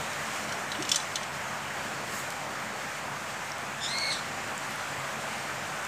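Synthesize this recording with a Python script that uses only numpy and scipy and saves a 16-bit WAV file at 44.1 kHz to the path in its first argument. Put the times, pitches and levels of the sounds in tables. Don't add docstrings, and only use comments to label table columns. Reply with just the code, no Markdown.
import sys
import numpy as np
from scipy import signal
from scipy.fft import rfft, irfft
from scipy.io import wavfile
from scipy.ndimage import uniform_filter1d

SR = 44100
rng = np.random.default_rng(int(sys.argv[2]) if len(sys.argv) > 2 else 0)


def put_to_file(sound):
    columns = np.atleast_2d(sound).T
    safe = np.clip(columns, -1, 1)
    whole_steps = np.round(safe * 32767)
    wavfile.write(sys.argv[1], SR, whole_steps.astype(np.int16))


def ratio_of_db(decibels):
    return 10 ** (np.asarray(decibels, float) / 20)


N = 258867


def evened(x):
    return x / np.sqrt(np.mean(x ** 2) + 1e-20)


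def read(points, hz):
    f, value = np.transpose(points)
    return np.interp(np.log(hz + 1), np.log(f + 1), value)


def add(mix, start_s, sound):
    part = mix[round(start_s * SR):][:len(sound)]
    part += sound[:len(part)]


def coloured(x, points):
    hz = np.fft.rfftfreq(len(x), 1 / SR)
    return irfft(rfft(x) * ratio_of_db(read(points, hz)), len(x))


def wander(length, hz):
    return evened(signal.lfilter(*signal.butter(N=2, Wn=hz, fs=SR), rng.standard_normal(length)))


# f/Hz, level/dB [per Hz]
RAIN_SPECTRUM = [(20, -31.5), (45, -26), (65, -12.5), (110, -8), (260, -6), (420, -8), (520, -4),
                 (580, -1.5), (1600, -1), (2300, -5.5), (3800, -15), (8400, -17), (9500, -24.5),
                 (15700, -31.5)]
# f/Hz, width/Hz, level/dB
ROOM_MODES = [(69.2, 12, -0.5), (96, 17, 4.5), (142, 16, 11.5), (156.4, 7.1, -7), (185.3, 7.5, 6),
              (211.7, 13.2, 9), (788, 43, 2), (4970, 350, -0.5), (7000, 980, 2.5), (8800, 400, 0.5),
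              (9570, 470, -3.5)]
# t/s, level/dB
RAIN_LEVEL = [(0, -36), (.4, -36), (1, -36.5), (1.27, -37.5), (1.45, -36.5), (2.5, -37), (3.68, -37.9),
              (3.95, -37), (4.4, -36.5), (5.87, -36.5)]


def rain(patchy_db=0.9, flicker_db=0.8):
    seethe_db, seethe_top_s, seethe_rise_s, seethe_fall_s = 2.5, 0.39, 0.4, 0.062
    size, hop = 4096, 1024
    frames = (N // 512 + 16) // 2
    hz = np.fft.rfftfreq(size, 1 / SR)[:, None]
    t = np.arange(frames) * hop / SR
    real, imag, patches = rng.standard_normal((frames, len(hz), 3)).T
    patches = uniform_filter1d(patches, size=40, axis=0)
    patches = evened(uniform_filter1d(patches, size=4, axis=1))

    colour_db = read(RAIN_SPECTRUM, hz)
    for f, width_hz, db in ROOM_MODES:
        colour_db = colour_db + db / (1 + (2 * (hz - f) / width_hz) ** 2)

    treble = 1 / (1 + (2800 / (hz + 1)) ** 4)
    gusts = evened(uniform_filter1d(rng.standard_normal(frames), size=2))
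    slope_s = np.where(t < seethe_top_s, seethe_rise_s, seethe_fall_s)
    seethe = seethe_db * np.exp(-((t - seethe_top_s) / slope_s) ** 2)
    swell_db = treble * (seethe + flicker_db * gusts)

    z = (real + 1j * imag) * ratio_of_db(colour_db + patchy_db * patches + swell_db)
    wash = evened(signal.istft(z, nperseg=size, noverlap=size - hop)[1][:N])
    s, level_db = np.transpose(RAIN_LEVEL)
    return wash * ratio_of_db(np.interp(np.arange(N) / SR, s, level_db) + 1.5)


# t/s, f/Hz, level/dB, hoarseness [0-1]
CALL = [
    (3.805, 1785, -44, 0.7),
    (3.845, 1800, -31, 0.54),
    (3.878, 1824, -38.5, .7),
    (3.895, 2032, -37, 0.62),
    (3.97, 2165, -35, .38),
    (4.02, 2185, -34.5, 0.35),
    (4.09, 2190, -34, .5),
    (4.125, 2080, -30, 1.01),
    (4.205, 1865, -55, 1.22),
]
PARTIALS_DB = [3.5, 0, -9.5, -10, -20]


def bird():
    open_hz, open_span_hz = 2060, 30
    shut_first_db, open_first_db = -13, -6
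    clear_upper_db, hoarse_upper_db, low_upper_db = -8.5, 0.5, 7
    s, *columns = np.transpose(CALL)
    t = np.arange(s[0], s[-1], 1 / SR)
    hz, db, hoarse = (np.interp(t, s, c) for c in columns)
    hoarse = np.clip(hoarse, 0, 1)

    opened = 1 / (1 + np.exp((open_hz - hz) / open_span_hz))
    first_db = shut_first_db + (open_first_db - shut_first_db) * opened
    upper_db = clear_upper_db + (hoarse_upper_db - clear_upper_db) * hoarse
    upper_db = upper_db + low_upper_db * (1 - np.maximum.accumulate(opened))
    lifts_db = [first_db, 0 * t, upper_db, upper_db, upper_db]
    least_rough = [0, 0, 0.95, 0.6, 0.6]
    turns = np.cumsum(hz * (1 + 0.011 * wander(len(t), hz=120))) / SR

    voice = 0
    for k, lift_db in enumerate(lifts_db):
        n = k + 1
        clear = 1 + 0.25 * wander(len(t), hz=60)
        narrow_hz, wide_hz = 130 * n ** 0.48, 300 * n ** 0.3
        narrow = wander(len(t), narrow_hz) + 1j * wander(len(t), narrow_hz)
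        wide = wander(len(t), wide_hz) + 1j * wander(len(t), wide_hz)
        rasp = (1 - hoarse ** 2) * narrow + hoarse ** 2 * wide
        rasp = rasp * np.exp(-2j * np.pi * 0.035 * n * turns)
        rough = np.maximum(hoarse, least_rough[k])
        rasp_gain = 0.35 if k == 0 else 1
        blend = np.sqrt(1 - rough) * clear + np.sqrt(rough / 2) * rasp * rasp_gain
        partial = blend * np.exp(2j * np.pi * n * turns)
        voice = voice + ratio_of_db(PARTIALS_DB[k] + lift_db) * partial.real
    out = np.zeros(N)
    add(out, s[0], np.sqrt(2) * ratio_of_db(db) * voice)
    return out


# f/Hz, level/dB
HISS_SPECTRUM = [(2000, -30), (4000, -3), (6000, -2.5), (7500, 4.5), (8800, -4.5), (9600, -7.5),
                 (13000, -8), (15500, -11)]


def puff():
    start_s, attack_s, hold_s, release_s = 2.06, 0.09, 0.048, 0.085
    level_db, fade_db = -41, -20
    corners_s = start_s + np.cumsum([0, attack_s, hold_s, release_s])
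    hiss = evened(coloured(rng.standard_normal(N), HISS_SPECTRUM))
    shape_db = np.interp(np.arange(N) / SR, corners_s, [fade_db, 0, 0, fade_db], left=-80, right=-80)
    return hiss * ratio_of_db(level_db + shape_db)


def stream(per_s=500, spread_db=2.5, level_db=-62):
    out = np.zeros(N)
    gate = np.clip((np.arange(N) / SR - 1.2) / 0.27, 0.25, 1)
    for hz in np.geomspace(1500, 13000, num=20):
        burst_gain = ratio_of_db(spread_db * np.minimum(rng.exponential(1, N), 5))
        bursts = burst_gain * (rng.random(N) < per_s / 20 / SR)
        turns = np.arange(0, 8, hz / SR)
        blip = np.sin(2 * np.pi * turns * (1 + 0.05 * turns)) * turns * np.exp(-turns / 1.1)
        out += signal.oaconvolve(bursts, blip * (hz / 3000) ** -0.8)[:N]
    return ratio_of_db(level_db) * evened(out) * gate


# t/s, peak level/dB, f/Hz, ring/ms, tick over ring/dB
SPITS = [(.133, -32, 5500, 1.2, -7), (2.304, -35.5, 7000, .6, 9), (2.323, -40, 13000, .6, 7),
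         (2.601, -33, 6860, 1.1, -9), (3.519, -20.5, 5530, .7, -15), (3.583, -33, 8000, .4, 0.5),
         (3.985, -21, 5900, 0.96, -11), (3.986, -23, 7510, 1.07, -20), (4.579, -25.5, 7240, 1.5, -8),
         (4.708, -35, 13000, .6, -1), (4.758, -29.5, 10000, .4, -5), (5.846, -36, 7500, 0.78, -10),
         (5.85, -26.5, 7000, 0.58, -3.5)]


def spits():
    out, t = np.zeros(N), np.arange(512) / SR
    for s, db, hz, ring_ms, tick_db in SPITS:
        ring = np.sin(2 * np.pi * hz * t) * np.exp(-t * 1000 / ring_ms)
        tick = evened(coloured(rng.standard_normal(len(t)), HISS_SPECTRUM)) * np.exp(-t / 0.00114)
        attack = np.minimum(t / 0.00032, 1)
        add(out, s, ratio_of_db(db) * (ring + ratio_of_db(tick_db) * tick) * attack)
    return out


# f/Hz, level/dB, t60/s
WALL_MODES = [(3060, 0, 0.13), (3430, 1, 0.11), (4090, 4.5, 0.0705), (4300, -15, .07), (5100, -18, .07),
              (5420, 0, .09), (6050, 5.5, 0.06), (6360, -8, .07), (7000, 2, 0.094), (8600, -13, 0.045),
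              (8800, -19, 0.046)]
# f/Hz, level/dB [per Hz]
SCRAPE_SPECTRUM = [(1500, -19), (2600, -3), (3100, 4.5), (7000, -1), (8800, -2), (9600, -16), (12000, -16),
                   (15500, -42)]


def rattle(peak_db, low_hz, high_hz, tilt_db):
    t = np.arange(8192) / SR
    t60 = 0.042 * (3200 / low_hz) ** 0.7
    luck, split, phase = rng.standard_normal((len(WALL_MODES) + 2, 3)).T
    modes = []
    for (f, db, ring_s), k in zip(WALL_MODES, luck):
        modes.append((f, db - 10 + 2.7 * k + tilt_db * (f > 4700), ring_s))
    modes += [(low_hz, 3, 0.07), (high_hz, tilt_db, 0.05)]

    ring = 0
    for (f, mode_db, ring_s), apart, start in zip(modes, split, phase):
        pair = np.sin(2 * np.pi * f * t + 3 * start)
        pair = pair + 0.43 * np.sin(2 * np.pi * f * (1 + 0.025 * apart) * t)
        ring = ring + ratio_of_db(mode_db - 60 * t / (ring_s * t60 / 0.092)) * pair

    tilted = [(f, db + 0.89 * tilt_db * (f > 4700)) for f, db in SCRAPE_SPECTRUM]
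    scrape = coloured(rng.standard_normal(len(t)), tilted) * ratio_of_db(-60 * t / t60)
    contact = coloured(rng.standard_normal(len(t)), HISS_SPECTRUM) * ratio_of_db(-60 * t / 0.029)

    sound = evened(ring) + ratio_of_db(-1.5) * evened(scrape) + ratio_of_db(-16) * evened(contact)
    sound = sound * np.sin(np.minimum(t / 0.0014, 1) * np.pi / 2) ** 2
    sound = sound * ratio_of_db(-5 * np.exp(-t / 0.0026))
    loudest = np.sqrt(uniform_filter1d(sound ** 2, size=130).max())
    return ratio_of_db(peak_db - 10) * sound / loudest


# t/s, peak level/dB, lower ring f/Hz, upper ring f/Hz, upper over lower/dB
RATTLES = [(0.4908, -28, 3080, 5350, 0), (0.5222, -23.5, 3020, 5600, 6), (0.7174, -19.5, 3950, 6920, -8),
           (0.749, -25, 2920, 6480, -25), (0.823, -21, 2910, 6300, 6), (0.85, -24.5, 2953, 5420, -2),
           (0.8813, -31, 2860, 5440, -6), (0.8901, -15.5, 2870, 5340, 8), (0.9151, -7.5, 3450, 5460, 2),
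           (0.9195, -20.5, 3376, 5440, -5.5), (0.9312, -23, 3530, 5620, -4), (0.9444, -16.5, 3110, 7110, 4),
           (0.9582, -9.5, 3950, 6050, 10.5), (0.9668, -21, 4060, 6660, -4), (1, -24, 4000, 7100, 0),
           (1.1556, -14.5, 4330, 6400, 1), (1.1664, -24, 3020, 4960, -10), (1.2306, -25.5, 3060, 5570, 1)]
# t/s, level/dB, f/Hz, t60/s
SLOSH = [
    (.786, -30.5, 306, 0.15),
    (.8, -32, 372.6, 0.17),
]


def kettle():
    out, t = np.zeros(N), np.arange(12000) / SR
    for s, *blow in RATTLES:
        add(out, s, rattle(*blow))
    for s, db, hz, t60 in SLOSH:
        add(out, s, ratio_of_db(db - 60 * t / t60) * np.minimum(t / 0.005, 1) * np.sin(2 * np.pi * hz * t))
    return out


def kitchen(x, t60=0.37):
    taps = np.zeros(SR // 2)
    at = np.arange(100, len(taps) - 20, 20)
    signs = rng.choice([-1., 1.], len(at))
    taps[at + rng.integers(0, 20, len(at))] = signs * ratio_of_db(-60 * at / SR / t60)
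    return signal.fftconvolve(x, taps / np.linalg.norm(taps))[:N]


def scene():
    far = bird()
    near = spits() + kettle()
    echoes = kitchen(ratio_of_db(-10.0) * near + ratio_of_db(-6.0) * far)
    mix = rain() + puff() + stream() + far + near + echoes
    return np.array([mix, mix])


def top_cut(x):
    return signal.sosfilt(signal.butter(12, 16640, fs=SR, output="sos"), x)


def record(dry):
    edge_hz, offset = 15500, -0.0006
    lowpass = signal.firwin(601, edge_hz, window=("kaiser", 6), fs=SR)
    limited = signal.oaconvolve(dry, lowpass[None], "same")
    return top_cut(limited + offset)


dry = scene()
out = record(dry)
put_to_file(out)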